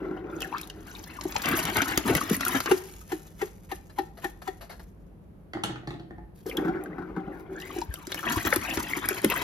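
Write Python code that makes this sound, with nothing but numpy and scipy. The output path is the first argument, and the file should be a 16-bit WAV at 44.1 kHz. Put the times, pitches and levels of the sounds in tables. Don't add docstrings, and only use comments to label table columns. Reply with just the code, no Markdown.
import sys
import numpy as np
from scipy import signal
from scipy.fft import rfft, irfft, next_fast_len
from scipy.io import wavfile
from scipy.ndimage import uniform_filter1d, map_coordinates

SR = 44100
rng = np.random.default_rng(int(sys.argv[2]) if len(sys.argv) > 2 else 0)


def materialize(psi):
    bounded = np.clip(np.atleast_2d(psi).T, -1, 1)
    quanta = np.round(bounded * 32767).astype(np.int16)
    wavfile.write(sys.argv[1], SR, quanta)


N = 415863


def amp(db):
    return 10 ** (np.asarray(db) / 20)


def unit(x):
    return x / np.sqrt(np.mean(x ** 2) + 1e-20)


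def along(points, hz):
    f, v = np.transpose(points)
    return np.interp(np.log(hz + 1), np.log(f + 1), v)


def lookup(x, points):
    xs, *columns = np.transpose(points)
    results = [np.interp(x, xs, column) for column in columns]
    return results if len(results) > 1 else results[0]


def level(curves):
    t = np.arange(N) / SR
    gain = np.zeros(N)
    for curve in curves:
        s, db = np.transpose(curve)
        gain += amp(np.interp(t, s, db, left=-120, right=-120))
    return uniform_filter1d(gain, size=400)


def held(start, end, attack, release):
    t = np.arange(N) / SR
    return np.clip((t - start) / attack, 0, 1) * np.exp(-np.clip((t - end) / release, 0, 20))


def add(track, s, sound):
    part = track[max(round(s * SR), 0):][:len(sound)]
    part += sound[:len(part)]


def filtered(x, response):
    n = x.shape[-1]
    m = next_fast_len(n + 8192)
    return irfft(rfft(x, m) * response(np.fft.rfftfreq(m, 1 / SR)), m)[..., :n]


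def coloured(x, spectrum):
    return unit(filtered(x, lambda hz: amp(along(spectrum, hz))))


def dulled(x, edge_hz):
    return filtered(x, lambda hz: 1 / (1 + 1j * np.sqrt(2) * hz / edge_hz - (hz / edge_hz) ** 2))


def resonate(x, modes):
    def response(f):
        total = 0
        for k, (centre, width, db) in enumerate(modes):
            bandpass = 1j * f * width / (centre * centre - f * f + 1j * f * width)
            total = total + (-1) ** k * amp(db) * bandpass
        return total
    return filtered(x, response)


def swell(u, sharpness=0.67):
    return (u * np.exp(1 - u)) ** sharpness


def pocket(hz, rise, glide, sharpness=1.74):
    u = np.arange(int(8 * rise * SR)) / (rise * SR)
    pitch = hz * 2 ** (glide * np.tanh(u - 1))
    return swell(u, sharpness) * np.sin(2 * np.pi * np.cumsum(pitch) / SR)


def burst(spectrum, rise):
    t = np.arange(SR // 8) / SR
    return coloured(rng.standard_normal(len(t)), spectrum) * swell(t / rise, sharpness=0.94)


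def knock(modes, contact, detune=0.0):
    t = np.arange(SR // 4) / SR
    shifted = [(hz * np.exp(detune * rng.standard_normal()), width, db) for hz, width, db in modes]
    ring = resonate(rng.standard_normal(len(t)) * np.exp(-t / contact), shifted)
    return ring / np.abs(ring).max()


def sizes(count, spread_db):
    return amp(spread_db * np.minimum(rng.exponential(size=count), 4))


def ticks(rate, spread_db):
    count = int(rate * N / SR)
    where = rng.integers(0, N, count)
    return np.bincount(where, sizes(count, spread_db) * rng.choice([-1, 1], count), N)


def clumps(rate, depth_db):
    knots = np.clip(rng.standard_normal(int(N * rate / SR) + 4), -2, 2)
    return unit(amp(depth_db * map_coordinates(knots, [np.arange(N) * rate / SR], order=1)))


def froth(rate, centre_hz, scatter, cycles, spread_db, glide=0.053):
    count = int(rate * N / SR)
    pitch, life, drift = rng.standard_normal((count, 3)).T[:, :, None]
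    hz = np.minimum(centre_hz * np.exp(scatter * pitch), SR / 3)
    t = np.arange(SR // 40) / SR
    u = t * hz / (cycles * np.exp(0.24 * life))
    envelope = (1 - np.exp(-6 * u)) * np.exp(-u) * (1 - t / t[-1])
    rings = envelope * np.sin(2 * np.pi * hz * t * (1 + glide * drift * np.tanh(u / 2) / 2))
    rings = rings * sizes(count, spread_db)[:, None]
    where = rng.integers(0, N, (count, 1)) + np.arange(len(t))
    return unit(np.bincount(where.ravel(), rings.ravel(), N)[:N])


# frequency in Hz, left-right likeness (1 = identical).
PORT_LIKENESS = [(100, 0.92), (350, 0.59), (700, 0.061), (2000, 0.029), (6000, 0), (8000, 1), (14000, 0.99)]


def diffuse(pair):
    def blend(hz):
        turn = np.arccos(np.clip(along(PORT_LIKENESS, hz), -1, 1)) / 2
        return np.array([np.cos(turn), np.sin(turn)])
    mid, side = filtered(pair, blend)
    return np.array([mid + side, mid - side])


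def echoes(x, decay, gap, count=24):
    out, hop = np.zeros((2, N + SR)), N // count + 1
    for start in range(0, N, hop):
        hz, t, z = signal.stft(rng.standard_normal((2, SR // 3)), SR, nperseg=256)
        fade = amp(-60 * t / along(decay, hz)[:, None])
        tail = diffuse(signal.istft(z * fade, SR, nperseg=256)[1])
        wet = signal.fftconvolve(x[None, start:start + hop], tail / np.linalg.norm(tail[0]), axes=1)
        out[:, start + int(gap * SR):][:, :wet.shape[1]] += wet
    return out[:, :N]


# frequency in Hz, gain in dB.
HUM_SPECTRUM = [(18, -39), (30, -12), (53, 3), (70, -7.5), (98, -4), (115, -11), (124, -18), (157, -3.5),
                (189, -7), (259, -17.5), (319, -14), (569, -22.5), (7870, -62), (12000, -51.5),
                (16000, -72.5)]


def humming():
    return amp(-48.5) * diffuse(coloured(rng.standard_normal((2, N)), HUM_SPECTRUM))


# start in seconds, end in seconds, level at first in dB, easing in dB per second.
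GROPES = [(0.0, 0.383, -35.5, 12), (6.457, 7.27, -36.5, 5)]
# start in seconds, level in dB.
BUMPS = [(0.05, -29), (0.108, -24), (0.166, -32), (6.577, -16.5), (6.618, -23.5), (6.647, -20), (6.68, -21),
         (6.754, -24.5), (6.859, -32), (6.982, -25), (7.02, -26), (7.163, -23.5), (7.275, -31.5)]
# frequency in Hz, width in Hz, gain in dB.
BUCKET_MODES = [(177, 21.3, -4.5), (316.5, 39, 1.5), (380, 29.3, 0), (760, 45, -10), (1430, 170, -19),
                (1940, 480, -33)]
# frequency in Hz, gain in dB.
SCUFF_SPECTRUM = [(150, 14.5), (400, -0.5), (1400, 5.5), (2200, -4.5), (3500, -24.5), (6000, -19),
                  (9000, -26.5), (12000, -17), (16000, -43)]
GROPE_ATTACK_S, GROPE_RELEASE_S = 0.002, 0.64
SLIDE_DB, SLIDE_S = -28.5, 0.027


def groping():
    t = np.arange(N) / SR
    effort = np.zeros(N)
    for start, end, db, easing in GROPES:
        eased_db = db - easing * np.maximum(t - start, 0)
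        effort += amp(eased_db) * held(start, end, GROPE_ATTACK_S, GROPE_RELEASE_S)
    for s, db in BUMPS:
        effort += amp(db + SLIDE_DB) * held(s, s, GROPE_ATTACK_S, SLIDE_S)
    rumble = np.zeros(N)
    for mode in BUCKET_MODES:
        rumble += resonate(ticks(rate=2000, spread_db=1), [mode]) * clumps(rate=20, depth_db=3.5)
    rumble = unit(dulled(dulled(rumble, 2300), 2600))
    gurgle = froth(rate=300, centre_hz=1251, scatter=.35, cycles=8, spread_db=3.0, glide=0.16)
    scuff = coloured(ticks(rate=6000, spread_db=5.0), SCUFF_SPECTRUM)
    droplets = froth(rate=500, centre_hz=3200, scatter=.3, cycles=3.5, spread_db=3.5, glide=.1)
    rubbing = amp(-18.0) * gurgle + amp(-36.5) * droplets + amp(-1.0) * rumble + amp(-18) * scuff
    out = effort * clumps(rate=22, depth_db=2.5) * rubbing
    for s, db in BUMPS:
        add(out, s, amp(db) * knock(BUCKET_MODES, contact=0.016))
        add(out, s, amp(db - 36.0) * burst(SCUFF_SPECTRUM, rise=0.0022))
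    return out


# centre in seconds, gain in dB.
LULLS = [(1.335, -2.5), (1.395, -5), (1.718, -4), (2.03, -7.5), (2.258, -8), (2.385, -11), (2.635, -7.5),
         (8.22, -6.5), (8.432, -8), (8.598, -7), (9.215, -8.5), (9.283, -6)]
LULL_S = 0.018


def choking():
    t = np.arange(N) / SR
    dip_db = np.zeros(N)
    for s, db in LULLS:
        dip_db += db * np.exp(-np.minimum(((t - s) / LULL_S) ** 2, 20))
    return amp(dip_db)


# time in seconds, flow in dB.
FLOW_CURVES = [
    [(0.3, -69), (0.54, -56.5), (0.78, -72), (0.88, -57), (1.17, -59.5), (1.44, -41.5), (1.6, -40.5),
     (2.28, -43), (2.58, -39.5), (2.81, -63), (2.95, -62.5)],
    [(7.5, -78), (7.618, -58), (7.79, -52.5), (7.87, -69), (8.02, -61), (8.258, -45), (8.31, -41.5),
     (8.504, -41.5), (8.676, -46), (9.43, -43)],
]
# run level in dB, share 0-1.
SURGE_SHARE = [(-35.5, 0.01), (-27.5, 0.93)]
# frequency in Hz, gain in dB.
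CHURN_SPECTRUM = [(30, -27.5), (80, 0.5), (170, -1.5), (330, 9.5), (430, 0.5), (560, -41), (1000, -21.5),
                  (3000, -49.5)]
SMACK_SPECTRUM = [(150, -3), (500, -6), (900, -4.5), (2100, -4), (3300, -11), (5000, -24.5), (9000, -39)]
SPRAY_SPECTRUM = [(300, -28.5), (1200, -6), (3000, -4), (4500, -4), (6500, 3.5), (8500, -1.5), (10000, 4),
                  (12000, 4.5), (13300, -5), (16000, -19)]
CHURN_DB, BUBBLING_DB, GUSH_DB, SPRAY_DB, PLINK_DB, MIST_DB = 2, 0.5, 2, 1, -7, -1.5
SURGE_DB, SURGE_EDGE_S = -11, 0.0046
DEEP_HZ, DEEP_DB, DEEP_DB_PER_OCTAVE = 700, -3.5, 7.5
DRIP_DB, DRIP_GROWTH = -40.5, 0.39


def pouring():
    flow, surge, deep = level(FLOW_CURVES) * choking(), np.zeros(N), np.zeros(N)
    for start, end, _, last_hz, db in DROP_RUNS:
        run = amp(db) * lookup(db, SURGE_SHARE) * held(start, end, SURGE_EDGE_S, SURGE_EDGE_S)
        surge += amp(SURGE_DB) * run
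        deep += amp(DEEP_DB - DEEP_DB_PER_OCTAVE * np.log2(last_hz / DEEP_HZ)) * run
    spurts = clumps(rate=70, depth_db=2.5)
    low_froth = froth(rate=420, centre_hz=274.7, scatter=0.66, cycles=3.1, spread_db=3.0)
    churn = coloured(low_froth, CHURN_SPECTRUM)
    bubbles = froth(rate=1100, centre_hz=1497, scatter=0.45, cycles=7, spread_db=3.5, glide=.3)
    gush = coloured(ticks(rate=6400, spread_db=4.0), SMACK_SPECTRUM) * clumps(rate=50, depth_db=6.0)
    spray = coloured(ticks(rate=10000, spread_db=3.5), SPRAY_SPECTRUM) * clumps(rate=130, depth_db=7.0)
    plinks = froth(rate=130, centre_hz=4334, scatter=0.2645, cycles=11.0, spread_db=2.0)
    mist = froth(rate=58, centre_hz=10500, scatter=0.26, cycles=3.3, spread_db=6.5)
    drips = froth(rate=34, centre_hz=3650, scatter=.45, cycles=3.8, spread_db=4.5)
    running = flow > amp(-90)
    drip_gain = amp(DRIP_DB) * running * np.abs(flow) ** DRIP_GROWTH
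    body = (amp(CHURN_DB) * flow + deep) * churn
    body += (flow + surge) * (amp(BUBBLING_DB) * bubbles + amp(GUSH_DB) * gush)
    top = flow * (amp(SPRAY_DB) * spray + amp(PLINK_DB) * plinks + amp(MIST_DB) * mist)
    return drip_gain * drips + spurts * (body + top)


# start in seconds, pitch in Hz, level in dB.
GULPS = [(1.253, 337, -21), (1.535, 323.5, -20.5), (1.644, 148.7, -30.5), (1.777, 85.4, -28.5),
         (1.82, 281, -18.5), (1.976, 313, -18.5), (2.097, 406, -20.5), (2.104, 110, -22.5),
         (2.135, 80, -26), (2.155, 148.4, -21), (2.232, 289, -23.5), (2.371, 258, -27), (2.306, 421, -24.5),
         (2.31, 247.4, -12.5), (2.547, 274, -18.5), (2.687, 390, -24.5), (6.49, 477, -32),
         (6.992, 178, -32), (7.171, 188, -35), (7.271, 172, -30), (6.463, 380, -26.5), (7.762, 347, -27),
         (7.782, 327, -24.5), (7.885, 67.7, -25.5), (8.074, 312, -28.5), (8.362, 82.5, -24),
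         (8.369, 307, -22), (8.45, 328, -22), (8.455, 83.4, -29.5), (8.574, 86, -32), (8.767, 73, -32.5),
         (8.526, 510, -23), (8.562, 326, -17.5), (8.773, 344, -20.5), (8.969, 330, -26), (9.108, 384, -25),
         (9.2417, 353, -12), (9.258, 201, -21)]
# gulp level in dB, glide in octaves.
GULP_SAG = [(-19, 0.084), (-10, -0.73)]
# start in seconds, pitch in Hz, level in dB.
BUBBLES = [(0.427, 2820, -29), (0.446, 1690, -30.5), (0.525, 924, -28), (0.539, 1020, -27),
           (0.546, 1130, -25.5), (0.632, 3730, -33), (0.7, 2950, -34.5), (0.961, 2600, -37.5),
           (1.102, 2630, -41), (1.187, 1060, -34.5), (1.252, 770, -33.5), (1.291, 880, -41),
           (1.355, 866, -23.5), (1.59, 2610, -21), (1.768, 856, -24), (1.804, 1420, -16.5),
           (1.856, 1350, -27.5), (1.937, 2020, -26), (2.151, 2090, -18), (2.212, 1165, -19.5),
           (2.345, 2020, -24), (2.431, 1910, -22), (2.464, 1390, -22), (2.546, 1390, -25),
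           (6.513, 2283, -29.5), (6.571, 3310, -22.5), (6.859, 1580, -34), (7.575, 1640, -38.5),
           (7.621, 2920, -32.5), (7.703, 1165, -35), (7.714, 3100, -38), (7.762, 764, -37),
           (7.817, 897, -27.5), (8.125, 3820, -24), (8.145, 1880, -28), (8.192, 1770, -29.5),
           (8.288, 3070, -22.5), (8.358, 1020, -27), (8.408, 2000, -31), (8.467, 1350, -26),
           (8.522, 843, -25), (8.5256, 1390, -20), (8.526, 1945, -10), (8.71, 2660, -25.5),
           (8.934, 2070, -18), (9.301, 2650, -22), (9.337, 1145, -23.5)]
# start in seconds, splash in dB, crack in dB.
SLAPS = [(0.405, -37, -29), (0.4189, -30.5, -26), (0.5817, -35.5, -32), (0.613, -38.5, -25.5),
         (0.673, -49, -32.5), (0.6989, -38.5, -33.5), (1.039, -40, -35), (1.2107, -32.5, -41),
         (1.3224, -34.5, -43), (1.363, -25.5, -34), (1.4182, -33, -42), (1.457, -27, -21),
         (1.4868, -36, -15), (1.652, -31, -15.5), (1.7682, -24, -16), (1.8183, -24, -16.5),
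         (1.975, -16.5, -12.5), (2.1502, -25.5, -12), (2.4075, -28, -22), (2.45, -32, -15),
         (2.4815, -46, -10), (2.603, -26.5, -21), (2.6585, -28.5, -28), (6.464, -45.5, -39),
         (6.497, -43, -31.5), (6.569, -35, -23.5), (6.837, -65, -29.5), (6.859, -59, -62),
         (7.6, -43.5, -38.5), (7.786, -42, -33), (7.815, -37.5, -38), (7.939, -35, -19),
         (8.069, -36.5, -29), (8.1185, -31, -25.5), (8.144, -32, -22), (8.4502, -30.5, -27.5),
         (8.5597, -29.5, -10), (8.772, -31, -32.5), (9.087, -29, -7.5), (9.245, -25, -7),
         (9.2997, -34, -13)]
# splash in dB, body in dB.
SLAP_BODY = [(-44.5, -57), (-29.5, -26.5), (-23, -20)]
# frequency in Hz, gain in dB.
FIZZ_SPECTRUM = [(1200, -24), (3000, 0.5), (4700, 3), (7000, 2.5), (12000, -22.5), (16000, -32.5)]
CRACK_SPECTRUM = [(2500, -32.5), (5500, -22), (8500, 4), (12000, 7.5), (13500, -4), (16000, -18.5)]
GULP_SWELL_S, GULP_SIZE_LAW = 0.0047, 0.41
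BUBBLE_CYCLES = 3.1
BUBBLE_GLIDE_OCTAVES, BUBBLE_GLIDE_SPREAD_OCTAVES = -0.057, 0.11


def splashes():
    out = np.zeros(N)
    for s, hz, db in GULPS:
        rise = GULP_SWELL_S * (300 / hz) ** GULP_SIZE_LAW
        add(out, s, amp(db) * pocket(hz, rise, lookup(db, GULP_SAG)))
    for s, hz, db in BUBBLES:
        glide = rng.normal(BUBBLE_GLIDE_OCTAVES, BUBBLE_GLIDE_SPREAD_OCTAVES)
        add(out, s, amp(db) * pocket(hz, BUBBLE_CYCLES / hz, glide))
    for s, db, crack_db in SLAPS:
        body_db = lookup(db, SLAP_BODY)
        add(out, s, amp(body_db - 3.0) * burst(SMACK_SPECTRUM, rise=0.0016))
        add(out, s, amp(db - 0.5) * burst(FIZZ_SPECTRUM, rise=0.00098))
        add(out, s + 0.00088, amp(crack_db - 4.5) * burst(CRACK_SPECTRUM, rise=0.00037))
    return out


# start in seconds, end in seconds, first pitch in Hz, last pitch in Hz, level in dB.
DROP_RUNS = [(0.408, 0.457, 2790, 1660, -37.5), (0.522, 0.573, 840, 1390, -33),
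             (0.574, 0.605, 1920, 2580, -46.5), (0.876, 0.92, 1600, 1470, -47.5),
             (1.067, 1.109, 1660, 2970, -50), (1.129, 1.219, 2060, 890, -49),
             (1.448, 1.496, 2640, 1950, -28.5), (1.508, 1.60, 1480, 1130, -31),
             (1.761, 1.785, 910, 1530, -28), (1.775, 1.829, 2620, 1880, -29.5),
             (1.858, 1.946, 1250, 2065, -33), (2.054, 2.14, 1120, 696, -28), (2.187, 2.2, 1500, 1400, -38),
             (2.46, 2.49, 1410, 2000, -33), (2.513, 2.587, 2130, 1400, -32),
             (2.657, 2.684, 1300, 1700, -28.5), (6.498, 6.529, 2880, 2510, -42),
             (6.569, 6.596, 1210, 1900, -37), (6.639, 6.677, 2200, 1600, -43.5),
             (6.735, 6.775, 2220, 1590, -45.5), (6.896, 6.935, 1370, 2100, -51),
             (6.973, 7.059, 1930, 1310, -51), (7.315, 7.391, 1900, 1400, -51),
             (7.553, 7.684, 1450, 2300, -46), (7.69, 7.766, 1920, 2900, -50.5),
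             (7.904, 8.053, 1800, 890, -50), (8.169, 8.194, 2300, 3000, -36.5),
             (8.233, 8.273, 1300, 1700, -29.5), (8.27, 8.335, 2000, 1360, -28.5),
             (8.351, 8.413, 1090, 2110, -35), (8.466, 8.484, 1350, 2000, -26),
             (8.611, 8.729, 2050, 2480, -32.5), (8.766, 8.805, 1870, 1050, -31.5),
             (8.876, 8.928, 2520, 2060, -36), (8.959, 8.993, 2240, 1710, -32.5),
             (9.021, 9.06, 1150, 2180, -31), (9.077, 9.12, 1900, 2170, -29),
             (9.162, 9.202, 2680, 2000, -35.5), (9.299, 9.324, 2760, 1770, -30.5),
             (9.355, 9.384, 1460, 2130, -27)]


def dribbling():
    out = np.zeros(N)
    for start, end, first_hz, last_hz, db in DROP_RUNS:
        count = int((end - start) * 220)
        scatter = np.interp(db, [-46, -36], [.03, .14])
        rise = np.interp(db, [-46, -32], [.0032, .0017])
        glide = 0.15 * np.sign(last_hz - first_hz)
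        for k, (late, detune, size) in enumerate(rng.standard_normal((count, 3))):
            share = k / count
            hz = first_hz * (last_hz / first_hz) ** share * np.exp(scatter * detune)
            s = start + share * (end - start) + 0.0024 * late
            add(out, s, amp(db - 1.5 + 2 * size) * pocket(hz, rise, glide))
    return out


PATTER_DB, PATTER_RISE_S, PATTER_FADE_S = -15.5, 0.042, 0.035
FOAM_S, FOAM_DB, FOAM_FADE_S = 2.36, -56.5, 0.65


def pattering():
    drizzle = amp(8.5) * coloured(ticks(rate=5000, spread_db=7.0), SPRAY_SPECTRUM)
    drizzle += amp(1.0) * coloured(ticks(rate=2700, spread_db=2.0), SMACK_SPECTRUM)
    drops = amp(-5.0) * froth(rate=160, centre_hz=1810, scatter=0.56, cycles=3.4, spread_db=6.5)
    throws = [(s, spray_db) for s, *_, spray_db in FLICKS] + [(s, db) for s, db, _ in SWISHES]
    gain = amp(FOAM_DB) * held(FOAM_S, FOAM_S, PATTER_RISE_S, FOAM_FADE_S)
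    for s, db in throws:
        gain += amp(db + PATTER_DB) * held(s, s, PATTER_RISE_S, PATTER_FADE_S)
    return gain * (drizzle + drops) * clumps(rate=45, depth_db=4.0)


# start in seconds, neck in dB, gulp in dB, gulp pitch in Hz, spray in dB.
FLICKS = [(2.708, -25.5, -8, 384, -27), (3.114, -34.5, -21, 358, -38), (3.411, -34.5, -20, 400, -39),
          (3.710, -33, -32.5, 350, -41.5), (3.98, -28, -23, 353, -46), (4.238, -30, -24.5, 352, -39),
          (4.471, -32.5, -28.5, 380, -44)]
# gulp in dB, delay in seconds, swell in seconds.
FLICK_GULP = [(-13.5, 0.0098, 0.0085), (-7, 0.0015, 0.012)]
# frequency in Hz, gain in dB, swell in seconds.
NECK_MODES = [(807, 5, 0.0068), (1346, -6.5, 0.0028), (1865, -4, 0.0088), (2785, -13.5, 0.0061),
              (3490, -16, 0.0071)]
# frequency in Hz, width in Hz, gain in dB.
CAVITY_MODES = [(375, 41, -1), (716, 200, 1.5), (1340, 220, -3.5), (1760, 220, -1.5), (3040, 470, -13),
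                (4170, 770, -11.5), (11600, 700, -13.5)]
# start in seconds, level in dB, swell in seconds.
SWISHES = [(3.47, -55, 0.0046), (3.895, -53, 0.0052), (4.17, -49.5, 0.0088), (4.417, -43.5, 0.0038),
           (4.607, -45.5, 0.011), (4.693, -44, 0.012), (4.794, -48.5, 0.0049)]


def thrown_water(rise, smack_rise):
    return burst(SPRAY_SPECTRUM, rise) + amp(5.0) * burst(SMACK_SPECTRUM, smack_rise)


def shaking():
    out = np.zeros(N)
    for s, neck_db, gulp_db, gulp_hz, spray_db in FLICKS:
        add(out, s - .022, amp(spray_db - 15.5) * thrown_water(rise=0.02, smack_rise=.018))
        add(out, s - .004, amp(neck_db - 9.5) * pocket(976, rise=0.0065, glide=-0.02))
        for hz, db, rise in NECK_MODES:
            gain = amp(neck_db - 3.0 + db + rng.normal(0, 2.3))
            add(out, s + 0.00352, gain * pocket(hz * rng.normal(1, 0.018), rise, glide=-0.072))
        delay, gulp_rise = lookup(gulp_db, FLICK_GULP)
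        gulp = pocket(gulp_hz, gulp_rise, glide=-0.085, sharpness=4.76)
        add(out, s + delay, amp(gulp_db) * gulp)
        add(out, s, amp(gulp_db - 11.0) * knock(BUCKET_MODES, contact=0.01, detune=.04))
        add(out, s + .003, amp(spray_db - 3.0) * thrown_water(rise=0.0035, smack_rise=0.0041))
        add(out, s + 0.006, amp(neck_db + 2.0) * knock(CAVITY_MODES, contact=0.008, detune=.03))
    for s, db, rise in SWISHES:
        t = np.arange(int(8 * rise * SR)) / SR
        swish = unit(resonate(rng.standard_normal(len(t)), CAVITY_MODES))
        add(out, s, amp(db) * swish * swell(t / rise))
    return out


# start in seconds, thud in dB, clack in dB, clack's low-pass edge in Hz.
BOUNCES = [(5.534, -33, -24.5, 3280), (5.548, -24, -34, 1700), (5.57, -27, -28, 1410),
           (5.589, -47, -36, 1790), (5.636, -25.5, -15, 7480), (5.646, -25.5, -28, 5050),
           (5.657, -40, -29, 5000), (5.694, -29, -44.5, 2800), (5.706, -35, -45, 2500),
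           (5.757, -39, -29, 2510), (5.832, -38, -48, 1500), (5.873, -26, -29.5, 5000),
           (5.905, -31, -29.5, 3830), (5.939, -32, -37, 3500), (5.996, -35, -37, 2980),
           (6.107, -32.5, -40.5, 2600), (6.181, -35, -56, 1200)]
# frequency in Hz, width in Hz, gain in dB.
TRAY_MODES = [(131.5, 16.7, 4), (202, 77, -3.5), (334.6, 25, 6.5), (704, 87, -8.5), (824, 38, -4),
              (1070, 350, -19.5), (1842, 136, -12)]
SHELL_MODES = [(770, 110, 2), (1190, 300, 0), (1420, 187, 5), (1860, 240, 1.5), (3070, 590, -1),
               (3830, 440, 2), (4310, 340, 1.5), (7250, 690, -11), (12200, 1500, -17)]


def dropping():
    out = np.zeros(N)
    for s, thud_db, clack_db, edge_hz in BOUNCES:
        add(out, s, amp(thud_db) * knock(TRAY_MODES, contact=0.0058, detune=0.032))
        clack = knock(SHELL_MODES, contact=0.0037, detune=.05)
        add(out, s, amp(clack_db) * dulled(clack, edge_hz))
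        snap = burst(SPRAY_SPECTRUM, rise=0.002)
        add(out, s, amp(clack_db - 14.0) * dulled(snap, edge_hz))
    return out


# start in seconds, end in seconds, level in dB.
WASHES = [(6.339, 6.46, -65), (6.451, 6.528, -49.5), (6.585, 6.655, -59), (7.307, 7.41, -67)]
# frequency in Hz, gain in dB.
FILM_SPECTRUM = [(1000, -1), (3000, -3), (7000, -4.5), (9000, -2), (11500, 3), (13500, -3.5),
                 (16000, -15.5)]
WASH_RISE_S, WASH_FADE_S = 0.022, 0.022


def washing():
    wash = sum(amp(db) * held(start, end, WASH_RISE_S, WASH_FADE_S) for start, end, db in WASHES)
    film = coloured(ticks(rate=2300, spread_db=4.0), FILM_SPECTRUM)
    return wash * film * clumps(rate=100, depth_db=5.0)


WANDER_PER_S, WANDER_DB, WANDER_HZ = 70, -5, 500


def wandering(x):
    count = int(WANDER_PER_S * N / SR) + 2
    spots = rng.uniform(-0.81, 1, count)
    spot = np.interp(np.arange(N) / N, np.linspace(0, 1, count), spots)
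    quarter_turn = filtered(x, lambda hz: 1j * hz / (hz + WANDER_HZ))
    return amp(WANDER_DB) * np.array([[1], [-1]]) * spot * quarter_turn


# frequency in Hz, left over right in dB.
PORT_BALANCE = [(100, 3.5), (330, 0.5), (700, 7.5), (1500, 5), (3000, 4.5), (6000, 1), (9000, 0)]
# frequency in Hz, left lead in turns.
PORT_LEAD = [(100, -0.05), (800, 0.092), (2400, 0.2), (5100, -0.078), (5800, -0.22), (8400, -0.454),
             (13200, -0.96), (16000, -1.1)]


def at_ports(pair):
    side = np.array([[.5], [-.5]])

    def response(hz):
        gain = amp(side * along(PORT_BALANCE, hz))
        return gain * np.exp(2j * np.pi * side * along(PORT_LEAD, hz))
    return filtered(pair, response)


# frequency in Hz, 60 dB decay time in seconds.
ROOM_DECAY = [(150, 0.7), (1000, 0.42), (5000, 0.38), (14000, 0.13)]
BUCKET_DECAY = [(150, 0.19), (1000, 0.036), (4000, 0.048), (14000, 0.017)]
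CEILING_S, CEILING_DB, CEILING_HZ = .0185, -12.5, 517


def scene():
    hum = humming()
    water = groping() + pouring() + splashes() + dribbling() + pattering() + shaking() + washing()
    short_waves = filtered(water, lambda hz: hz ** 2 / (hz ** 2 + 450 ** 2))
    near = water + wandering(water)
    near += amp(-3.5) * echoes(short_waves, BUCKET_DECAY, gap=.0006, count=72)
    near += amp(-14.0) * echoes(short_waves, ROOM_DECAY, gap=.008)
    near += amp(CEILING_DB) * np.pad(dulled(water, CEILING_HZ), (int(CEILING_S * SR), 0))[:N]
    bottle = dropping()
    delay_s = np.array([[.00019], [0]])
    far = filtered(bottle, lambda hz: np.exp(-2j * np.pi * hz * delay_s))
    far += amp(-4.0) * echoes(bottle, ROOM_DECAY, gap=0.0037, count=48)
    return at_ports(near) + far + hum


TOP_HZ = 15800


def record(dry):
    bass_cut = signal.sosfilt(signal.butter(4, 36, "high", fs=SR, output="sos"), dry)
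    return filtered(bass_cut, lambda hz: hz < TOP_HZ)


dry = scene()
out = record(dry)
materialize(out)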